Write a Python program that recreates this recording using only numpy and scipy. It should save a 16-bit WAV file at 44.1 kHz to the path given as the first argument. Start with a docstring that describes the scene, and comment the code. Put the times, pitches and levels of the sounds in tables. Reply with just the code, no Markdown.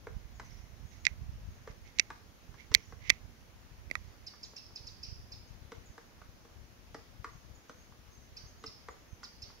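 """Woodpecker in a leafy wood, hand-held

A woodpecker taps a dead limb: each blow excites the resonances of core, wood and bark. A small bird
chips nearby in two gliding voices and another sings far off in slurred sines, both echoed by the trunks.
Close to the right microphone port the camera's plastic casing snaps in shell rings, amid soft gritty
filtered noise; a light breeze buffets each port in pressure dips, over leaf hush and hiss of shaped noise."""
import sys
import numpy as np
from scipy import signal
from scipy.fft import rfft, irfft, next_fast_len
from scipy.io import wavfile
from scipy.ndimage import uniform_filter1d, map_coordinates

SR = 44100
rng = np.random.default_rng(int(sys.argv[2]) if len(sys.argv) > 2 else 0)


def inscribe(sig):
    """Save sig as 16-bit PCM at rate SR to the path in sys.argv[1].

    A 1-D sig is mono; a 2-D sig holds one channel per row.
    Samples are clipped to [-1, 1] before scaling.
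    """
    pcm = np.round(np.clip(np.atleast_2d(sig).T, -1, 1) * 32767)
    wavfile.write(sys.argv[1], SR, pcm.astype(np.int16))


N = 423360  # samples, 9.6 s
TOP_HZ = 15750  # band limit of the microphones' sound

# Noise of the microphones. Each row: frequency in Hz, relative density in dB per Hz.
HISS_SPECTRUM = [(200, -9), (8000, -7), (11000, 0.5), (16000, -1)]
# Far leaves and a faint low drone. Each row: frequency in Hz, relative density in dB per Hz.
LEAF_SPECTRUM = [(88, -60), (150, -4.5), (195, -3), (232, -0.5), (280, -4.5), (1340, -11.5), (2140, -13),
                 (3830, -17.5), (6220, -16.5), (7200, -20), (9360, -58.5), (15800, -120)]
LEAF_DB = -61.5
# Likeness of the leaves at the two ports. Each row: frequency in Hz, correlation from 0 to 1.
PORT_LIKENESS = [(150, 0.6), (400, 0.43), (1200, 0.062), (5000, .02)]

# Breeze at each port. Each row: time in seconds, left level in dB, right level in dB.
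BREEZE_LEVELS = [(0, -53.5, -50.5), (0.9, -64.5, -44.5), (1.35, -47.5, -47), (1.8, -59, -48.5),
                 (2.3, -67, -57), (2.9, -63.5, -46), (3.65, -55, -58.5), (4.0, -60.5, -48.5),
                 (4.55, -62, -61), (5.0, -58, -50.5), (5.6, -48, -65), (6.15, -61, -62),
                 (6.7, -55.5, -63.5), (7.3, -49, -67.5), (7.9, -56, -66), (8.5, -52.5, -62),
                 (9.05, -60.5, -60), (9.6, -59, -64)]
# Strongest single eddies. Each row: time in seconds, depth of the dip left in dB, right in dB.
STRONG_EDDIES = [(0.163, -57, -36), (0.256, -61, -35), (0.379, -56, -41), (0.531, -63, -40),
                 (0.73, -62, -42), (0.8, -64, -41), (1.116, -60, -33), (1.234, -40, -45), (1.265, -51, -42),
                 (1.327, -38, -51), (1.359, -45.5, -36), (1.703, -47, -33), (2.495, -63, -37.5),
                 (2.715, -59, -30.5), (2.764, -53, -36), (3.127, -53, -36), (3.257, -60, -37),
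                 (3.72, -39, -64), (3.878, -57.5, -37.5), (4.082, -62, -38.5), (4.81, -56, -38),
                 (5.088, -58, -34.5), (5.128, -61, -31), (5.204, -67, -42), (5.511, -35, -58),
                 (5.622, -37, -55.5), (5.783, -36.5, -64), (5.905, -61, -36.5), (6.22, -62, -44),
                 (6.293, -40, -53), (7.201, -33.5, -59), (7.356, -35.5, -53), (7.514, -39.5, -56.5),
                 (8.44, -52, -40), (8.466, -41, -53), (8.683, -40, -64), (9.133, -61, -32.5),
                 (9.437, -54, -40)]
# Eddies at a port. Each row: frequency in Hz, relative density in dB per Hz.
EDDY_SPECTRUM = [(12, -33), (25, -9.5), (45, 1.5), (75, 1), (110, -2.5), (160, -11), (260, -25),
                 (500, -56.5), (1000, -120)]
# Far low roar. Each row: frequency in Hz, relative density in dB per Hz.
ROAR_SPECTRUM = [(12, -22.5), (30, 0.5), (60, -1), (120, -17), (250, -18)]
EDDIES_PER_S, EDDY_SCATTER_DB = 70, 4
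LULL_DB, LULL_POINTS_PER_S = 3, 12  # size and pace of the flow's stalls and returns

# Echoes among the trunks. Each row: frequency in Hz, time to die by 60 dB in seconds.
TRUNK_DECAY = [(300, .35), (1500, 0.29), (5000, 0.63), (9000, 0.34)]
# Far song. Each row: start in seconds, length in seconds, start pitch in Hz, end pitch in Hz, level in dB.
SONG_NOTES = [(0.342, 0.046, 7200, 6280, -72), (0.445, .012, 5700, 6500, -64.5),
              (.459, 0.012, 6400, 5500, -64), (0.503, 0.013, 4780, 5900, -64),
              (0.517, .015, 6300, 5450, -64.5), (0.568, 0.012, 5000, 5800, -68),
              (0.581, 0.012, 6300, 5450, -66), (.84, 0.11, 6550, 6450, -75), (0.992, 0.06, 6770, 6400, -73),
              (1.5, .04, 6600, 6400, -75), (1.545, 0.05, 6450, 6380, -77), (2.421, 0.034, 6310, 6370, -75),
              (2.769, .014, 6400, 5560, -63), (2.813, 0.014, 4950, 6100, -69),
              (2.828, .015, 6350, 5400, -64.5), (2.849, 0.014, 7090, 6590, -66),
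              (2.896, 0.015, 6200, 5200, -63), (4.065, 0.11, 4490, 4760, -78),
              (4.437, .03, 6900, 6550, -63), (5.47, 0.023, 6400, 6100, -66.5),
              (5.858, 0.017, 7200, 6300, -63), (5.894, 0.054, 6440, 6310, -70),
              (7.282, 0.167, 6580, 6400, -75.5), (7.547, 0.0194, 7100, 6430, -64.5),
              (7.682, 0.055, 6240, 6120, -65), (7.765, 0.093, 6380, 6640, -71.5),
              (8.103, 0.088, 6420, 6230, -69.5), (8.22, 0.07, 6380, 6080, -73.5),
              (8.45, 0.076, 6380, 6350, -69), (8.582, 0.054, 6730, 6470, -70),
              (8.902, 0.0197, 7160, 6600, -63.5), (9.077, 0.089, 6340, 6130, -71)]

# Soft gritty noise on the casing; at 1.039 and 2.704 a faint rustle around the snaps. Each row: start
# in seconds, loudest moment in seconds, end in seconds, hum level in dB, scratch against the hum in dB.
GRITTY_SWELLS = [(.38, 0.49, 0.86, -61.5, -9), (0.89, 0.922, 1.09, -60, -0.5),
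                 (1.039, 1.051, 1.18, -49, -7), (1.648, 1.717, 1.72, -56.5, -5),
                 (1.83, 1.867, 1.97, -58, -5), (1.94, 1.975, 2.24, -56.5, -6),
                 (2.558, 2.6, 2.69, -51.5, -10), (2.704, 2.721, 2.95, -51, -5.5),
                 (2.977, 3.077, 3.24, -45.5, -10.5), (3.9, 3.94, 4.7, -67, 1)]
# Hum of the gritty noise, passed twice. Each row: centre in Hz, width in Hz, gain per pass in dB.
GRIT_HUM = [(2070, 450, 0.5), (3060, 2800, -9.5)]
# Scratch of the gritty noise, passed twice. Each row: centre in Hz, width in Hz, gain per pass in dB.
GRIT_SCRATCH = [(4170, 6000, -5), (6300, 1500, 1)]

# Casing snaps. Each row: start in seconds, ring level in dB, ring pitch in Hz, then against the ring
# the bright, dull, fizz and thud levels in dB, and last the burst's time to die by 60 dB in seconds.
CASING_SNAPS = [(1.0523, -22.5, 2140, 9, -49, -20, -23, 0.0074),
                (1.0671, -4.5, 2035, -3.5, -59, -40, -36, 0.0029),
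                (1.9862, -27, 2150, 8, -22, -35, -32, 0.014),
                (1.9961, -6.5, 2113, 2, -40.5, -56, -28.5, 0.01),
                (2.7415, -21, 2090, 11.5, -28.5, -4, -24, 0.0078),
                (2.7483, -5.5, 2116, 9, -35.5, -15, -31, 0.0061),
                (3.0958, -15.5, 2130, 2.4, -37, -25.5, -16.5, 0.012),
                (3.1011, -3, 2063, 3, -27, -16.5, -31, 0.0073),
                (3.9007, -39, 2070, -9, -40.5, -24, -7, 0.0043),
                (3.9118, -19.5, 2050, -8.5, -28, -24, -15.5, 0.0074),
                (3.9533, -17, 1960, -8.5, -7.5, -26, -28, 0.0077)]
# Bright seam. Each row: centre in Hz, width in Hz, gain in dB.
SEAM_MODES = [(2570, 1200, 2), (4180, 2300, 2.5), (5920, 1620, 2.5)]
# Dull grip, passed twice. Each row: centre in Hz, width in Hz, gain per pass in dB.
GRIP_MODES = [(1164, 260, 0)]
# Fizz of the casing, passed twice. Each row: centre in Hz, width in Hz, gain per pass in dB.
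FIZZ_MODES = [(7960, 900, 0), (11370, 1800, 0.0049)]
# Camera body, passed twice. Each row: centre in Hz, width in Hz, gain per pass in dB.
BODY_MODES = [(232, 160, -1), (620, 390, -2)]
# Casing sound at the farther, left port. Each row: frequency in Hz, gain in dB.
LEFT_PORT_SHADOW = [(250, -8), (1000, -11), (2100, -23), (3000, -20.5), (4700, -11.5), (6500, -17.5),
                    (10000, -4)]

# Chip calls. Each row: start in seconds, call level in dB, extra level of the falling voice in dB.
CHIP_CALLS = [(4.262, -38, -2), (4.4261, -38, -2), (4.5598, -34.5, -5.5), (4.7528, -36, -3.5),
              (4.8651, -38.5, -3), (5.0267, -35, -10), (5.3152, -40, -2), (8.3637, -36, -9),
              (8.6566, -38, -2.5), (9.2317, -37.5, -2.5), (9.4169, -36, -5.5)]
# Rising voice before each call's pitch shift. Each row: seconds after start, pitch in Hz, level in dB.
RISING_VOICE = [(0, 4395, -27), (.003, 4605, -16), (.008, 5106, -1.5), (.013, 5400, -8), (.018, 5530, -39)]
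# Falling voice before each call's pitch shift. Each row: seconds after start, pitch in Hz, level in dB.
FALLING_VOICE = [(.002, 7220, -40), (.004, 6620, -7), (.007, 5948, -17), (.011, 5283, -0.5),
                 (.015, 4870, -2), (.02, 4200, -9), (.026, 3570, -11.5), (.029, 3200, -45)]

# Beak blows. Each row: start in seconds, level of the wood in dB, hollow thump and bark crack
# against the wood in dB.
BEAK_BLOWS = [(0.069, -33.5, -5, -14.5), (0.397, -34.5, -10, -4), (1.674, -39, -0.5, -6.5),
              (2.103, -33.5, -14, -6.5), (2.541, -46.5, -24.5, -3), (2.716, -37, -6, -2.5),
              (2.923, -42, -5.5, -10.5), (4.335, -50, -23, -5.5), (4.534, -51.5, 0, -11.5),
              (4.705, -53, -9, -7.5), (5.719, -40.5, -2, 0), (5.979, -39, -10, -7.5),
              (6.216, -45.5, -8, -10), (6.451, -50.5, -2.5, -4), (6.945, -36, -2.5, -2),
              (7.244, -29.5, -16, -8.5), (7.695, -39, -3.5, -4.5), (7.922, -50.5, -28, -9.5),
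              (8.639, -38.5, -4, -1.5), (8.885, -34.5, -7, -9.5), (8.966, -54.5, -16, -14),
              (9.231, -40.5, -31, -4), (9.501, -47, -17, -11.5)]
# Hollow core of the limb. Each row: centre in Hz, width in Hz, gain in dB.
CORE_MODES = [(240, 120, -2), (306, 80, -0.5), (454, 46, 5.5), (638, 110, -5.5)]
# Wood of the limb. Each row: centre in Hz, width in Hz, gain in dB.
WOOD_MODES = [(848, 210, -0.5), (1157, 130, 4.5), (1447, 170, 2), (1720, 240, -2), (2060, 230, -3.5),
              (2592, 410, -7)]
# Bark of the limb. Each row: centre in Hz, width in Hz, gain in dB.
BARK_MODES = [(2600, 1100, -4), (4000, 1800, -4), (5800, 2500, -4)]
CRUNCH_T60_S = .031  # crushed fibres die away


def amp(db):
    """dB to gain."""
    return 10 ** (np.asarray(db) / 20)


def unit(x):
    """Each row at rms 1."""
    return x / np.sqrt(np.mean(x ** 2, axis=-1, keepdims=True) + 1e-20)


def noise(*shape):
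    """White noise, or single normal draws."""
    return rng.standard_normal(shape)


def along(points, hz):
    """Values between (Hz, value) points on a log axis."""
    f, v = np.transpose(points)
    return np.interp(np.log(hz + 1), np.log(f + 1), v)


def filtered(x, response):
    """x times a complex response of frequency."""
    m = next_fast_len(N + SR // 2)
    return irfft(rfft(x, m) * response(np.fft.rfftfreq(m, 1 / SR)), m)[..., :N]


def add(track, s, sound):
    """Mix a sound into a track at time s."""
    part = track[..., round(s * SR):][..., :sound.shape[-1]]
    part += sound[..., :part.shape[-1]]


def resonant(hz, modes):
    """Causal response of (Hz, width, dB) resonances, alternating in sign."""
    total = 0
    for k, (centre, width, db) in enumerate(modes):
        damping = 1j * hz * width
        total = total + (-1) ** k * amp(db) * damping / (centre ** 2 - hz ** 2 + damping)
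    return total


def struck(force, response):
    """A short force through a body's response, scaled to peak 1 and faded out."""
    sound = irfft(rfft(force) * response, len(force))[:len(force) // 2]
    fade = np.hanning(len(force))[len(sound):]
    return sound * fade / np.max(np.abs(sound))


def whistle(points):
    """A sine that follows (s, Hz, dB) points."""
    s, hz, db = np.transpose(points)
    t = np.arange(int(s[-1] * SR)) / SR
    phase = 2 * np.pi * np.cumsum(np.interp(t, s, hz)) / SR
    return amp(np.interp(t, s, db)) * np.sin(phase)


def arriving(x, left_db, lag_s):
    """A source to the right reaches the left port later, at left_db (a number or a curve per Hz)."""
    def ports(hz):
        level_db = left_db(hz) if callable(left_db) else left_db
        return [amp(level_db) * np.exp(-2j * np.pi * hz * lag_s), 1 + 0 * hz]
    return filtered(x, ports)


def among_trunks(sound, wet_db, gap_s):
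    """A fresh stereo echo tail for one short sound, each frequency dying at its own speed."""
    hz, t, z = signal.stft(noise(2, SR // 2), SR, nperseg=256)
    trunks_db = 1.5 * noise(len(t))  # single trunks answer louder than the gaps
    decay_db = -60 * t / along(TRUNK_DECAY, hz)[:, None]
    tail = signal.istft(z * amp(trunks_db + decay_db), SR, nperseg=256)[1]
    tail *= 1 - np.exp(-np.arange(tail.shape[1]) / SR / gap_s)  # the nearest trunks answer late
    return amp(wet_db) * signal.fftconvolve(sound[None], tail / np.linalg.norm(tail[0]), axes=1)


def hiss():
    """The microphones' own noise: shaped white noise, separate at each port."""
    return amp(-72) * unit(filtered(noise(2, N), lambda hz: amp(along(HISS_SPECTRUM, hz))))


def hush():
    """Steady rustle of far leaves, faintly patchy, more alike at both ports in the bass."""
    z = signal.stft(noise(2, N), nperseg=512)[2]
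    patches = uniform_filter1d(noise(*z.shape[1:]), size=8, axis=0)  # over frequency
    patches = uniform_filter1d(patches, size=20, axis=1)  # over time
    pair = signal.istft(z * amp(0.8 * patches / patches.std()), nperseg=512)[1][:, :N]

    def mid_side(hz):
        # the angle that mixes mid and side to the wanted likeness
        turn = np.arccos(np.clip(along(PORT_LIKENESS, hz), -1, 1)) / 2
        colour = amp(along(LEAF_SPECTRUM, hz)) / (1 + (hz / 7200) ** 40)
        return colour * [np.cos(turn), np.sin(turn)]

    mid, side = filtered(pair, mid_side)
    return amp(LEAF_DB) * unit(np.array([mid + side, mid - side]))


def breeze():
    """Eddies pass the ports as short pressure dips in a fitful flow, over a steady far roar."""
    s, *levels_db = np.transpose(BREEZE_LEVELS)
    t = np.arange(N) / SR
    lulls = np.array([map_coordinates(k, [t * LULL_POINTS_PER_S]) for k in noise(2, 400)])
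    flow = amp([np.interp(t, s, db) for db in levels_db]) * unit(amp(LULL_DB * lulls))

    def eddy_shape(hz):
        return amp(along(EDDY_SPECTRUM, hz))

    passing = rng.random((2, N)) < EDDIES_PER_S / SR
    eddies = passing * amp(EDDY_SCATTER_DB * noise(2, N))
    dips = flow * unit(filtered(.5 * noise(2, N) - unit(eddies), eddy_shape))
    strong = np.zeros((2, N))
    for at, *depth_db in STRONG_EDDIES:
        strong[:, round(at * SR)] = -amp(depth_db)
    # dividing by the mean makes each dip as deep as its row says
    dips += filtered(strong, lambda hz: eddy_shape(hz) / eddy_shape(hz).mean())

    air = noise(3, N)
    shared = air[:2] + 0.7 * air[2]  # partly alike at both ports
    roar = unit(filtered(shared, lambda hz: amp(along(ROAR_SPECTRUM, hz)) * (hz < 400)))
    return dips + amp(-69) * roar


def far_song():
    """Thin slurred notes that waver in the moving air, as much echo as voice."""
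    out = np.zeros((2, N))
    share = np.array([0, .2, .8, 1])  # of the note's length
    swell_db = np.array([-10.5, 0.5, 0.5, -10])
    for s, length, start_hz, end_hz, db in SONG_NOTES:
        pitch = start_hz + share * (end_hz - start_hz)
        note = whistle(np.transpose([share * length, pitch, db + swell_db]))
        note = note * amp(3.9 * unit(uniform_filter1d(noise(len(note)), size=120)))
        add(out, s, note[None])
        add(out, s, among_trunks(note, wet_db=-1.5, gap_s=0.0027))
    return out


def casing_grit():
    """Soft gritty noise that swells and fades: one grain of noise filtered to a hum and a scratch."""
    t = np.arange(N) / SR
    grit = noise(N) * amp(3.5 * unit(uniform_filter1d(noise(N), size=40)))
    hum = unit(filtered(grit, lambda hz: resonant(hz, GRIT_HUM) ** 2))
    scratch = unit(filtered(grit, lambda hz: resonant(hz, GRIT_SCRATCH) ** 2))
    out = np.zeros(N)
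    for start, loudest, end, db, scratch_db in GRITTY_SWELLS:
        part = slice(round(start * SR), round(end * SR))
        swell = np.interp(t[part], [start, loudest, end], [0, 1, 0]) ** 2
        out[part] += amp(db) * swell * (hum[part] + amp(scratch_db) * scratch[part])
    return arriving(out, left_db=-21.0, lag_s=.0002)


def casing_snaps():
    """A plastic seam lets go in a burst of slips: one shell ring under a broad crack, then a faint rattle."""
    out, t = np.zeros(N), np.arange(8192) / SR
    hz = np.fft.rfftfreq(len(t), 1 / SR)
    soft = (7000 ** 2 / (7000 ** 2 - hz ** 2 + 1j * hz * 7000)) ** 3  # plastic damps the treble
    small = (1j * hz / 1200 / (1 + 1j * hz / 1200)) ** 2  # a small shell sends out little bass
    for s, db, ring_hz, bright_db, dull_db, fizz_db, thud_db, t60 in CASING_SNAPS:
        burst = noise(len(t)) * amp(-60 * t / t60) * (1 - np.exp(-t / 0.00055))
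        rattle = noise(len(t)) * amp(-35.5 - 60 * t / 0.062)
        kick = 0.39 * burst + rattle
        # a hard slip just after the softer onset
        kick[8] -= 1.5
        burst[8] -= 2.5
        # the faint narrow mode sings on
        shell_modes = [(ring_hz, 220, 0), (1.27 * ring_hz, 350, -9), (1.02 * ring_hz, 40, -20)]
        shell = resonant(hz, shell_modes) * resonant(hz, [(1.07 * ring_hz, 1500, 0)])
        snap = struck(kick, shell * soft * small)
        snap += amp(bright_db) * struck(burst, resonant(hz, SEAM_MODES) * soft * small)
        snap += amp(dull_db) * struck(kick, resonant(hz, GRIP_MODES) ** 2)
        snap += amp(fizz_db) * struck(burst, resonant(hz, FIZZ_MODES) ** 2)
        snap += amp(thud_db) * struck(kick, resonant(hz, BODY_MODES) ** 2)
        add(out, s, amp(db) * snap)
    return arriving(out, left_db=lambda f: along(LEFT_PORT_SHADOW, f), lag_s=.0002)


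def chips():
    """A hoarse two-voiced call, varying a little, smeared by close leaves and echoed by the wood."""
    near, far, t = np.zeros(N), np.zeros((2, N)), np.arange(SR // 30) / SR
    for s, db, fall_db in CHIP_CALLS:
        pitch = 1 + .01 * rng.standard_normal()
        rise = whistle(np.multiply(RISING_VOICE, [1, pitch, 1]))
        # a weak tone an octave down
        rise = rise + amp(-12.5) * whistle(np.multiply(RISING_VOICE, [1, pitch / 2, 1]))
        fall = amp(fall_db) * whistle(np.multiply(FALLING_VOICE, [1, pitch, 1]))
        rise = np.pad(rise, (0, len(fall)))[:len(fall)]
        hoarse = amp(db + 1.8 * unit(uniform_filter1d(noise(len(fall)), size=20)))
        call = hoarse * (rise + fall)
        leaves = noise(len(t)) * amp(-60 * t / 0.073)
        add(near, s, call)
        add(near, s, amp(-5) * signal.fftconvolve(call, leaves / np.linalg.norm(leaves)))
        # moving leaves blur the echoed pitch
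        flutter = unit(.4 + unit(np.convolve(noise(len(fall)), np.hanning(70), "same")))
        to_trunks = hoarse * flutter * (1.46 * rise + 0.84 * fall)
        add(far, s, among_trunks(to_trunks, wet_db=-8.5, gap_s=0.0063))
    return arriving(near, left_db=-4.5, lag_s=.00018) + far * amp([[-1.5], [1.5]])


def woodpecker():
    """Each blow is a hard push and a crunch of crushed fibres, heard through core, wood and bark."""
    near, far, t = np.zeros(N), np.zeros((2, N)), np.arange(8192) / SR
    hz = np.fft.rfftfreq(len(t), 1 / SR)
    # each part loses treble above its own corner
    wood = resonant(hz, WOOD_MODES) / (1 + 1j * hz / 4000) ** 3
    core = resonant(hz, CORE_MODES) / (1 + 1j * hz / 1500) ** 2
    bark = resonant(hz, BARK_MODES) / (1 + 1j * hz / 8000) ** 4
    for s, db, thump_db, crack_db in BEAK_BLOWS:
        force = .12 * noise(len(t)) * amp(-60 * t / CRUNCH_T60_S)
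        force *= 1 - np.exp(-t / 0.00043)
        force[:3] = -0.24  # the beak is blunt
        blow = amp(db) * struck(force, wood)
        blow += amp(db + thump_db) * struck(force, core)
        blow += amp(db + crack_db) * struck(force, bark)
        add(near, s, blow)
        add(far, s, among_trunks(blow, wet_db=-3, gap_s=0.0024))
    return arriving(near, left_db=0.0, lag_s=.00003) + far


def scene():
    """Air and leaves, the far bird, the casing at the port, then the near birds."""
    background = hiss() + hush() + breeze() + far_song()
    return background + casing_grit() + casing_snaps() + chips() + woodpecker()


def record(dry):
    """The loudest snaps bend against full scale; nothing is kept above the band limit."""
    bent = dry / (1 + np.abs(dry / 1.05) ** 5) ** (1 / 5)
    return filtered(bent, lambda hz: hz < TOP_HZ)


dry = scene()
out = record(dry)
inscribe(out)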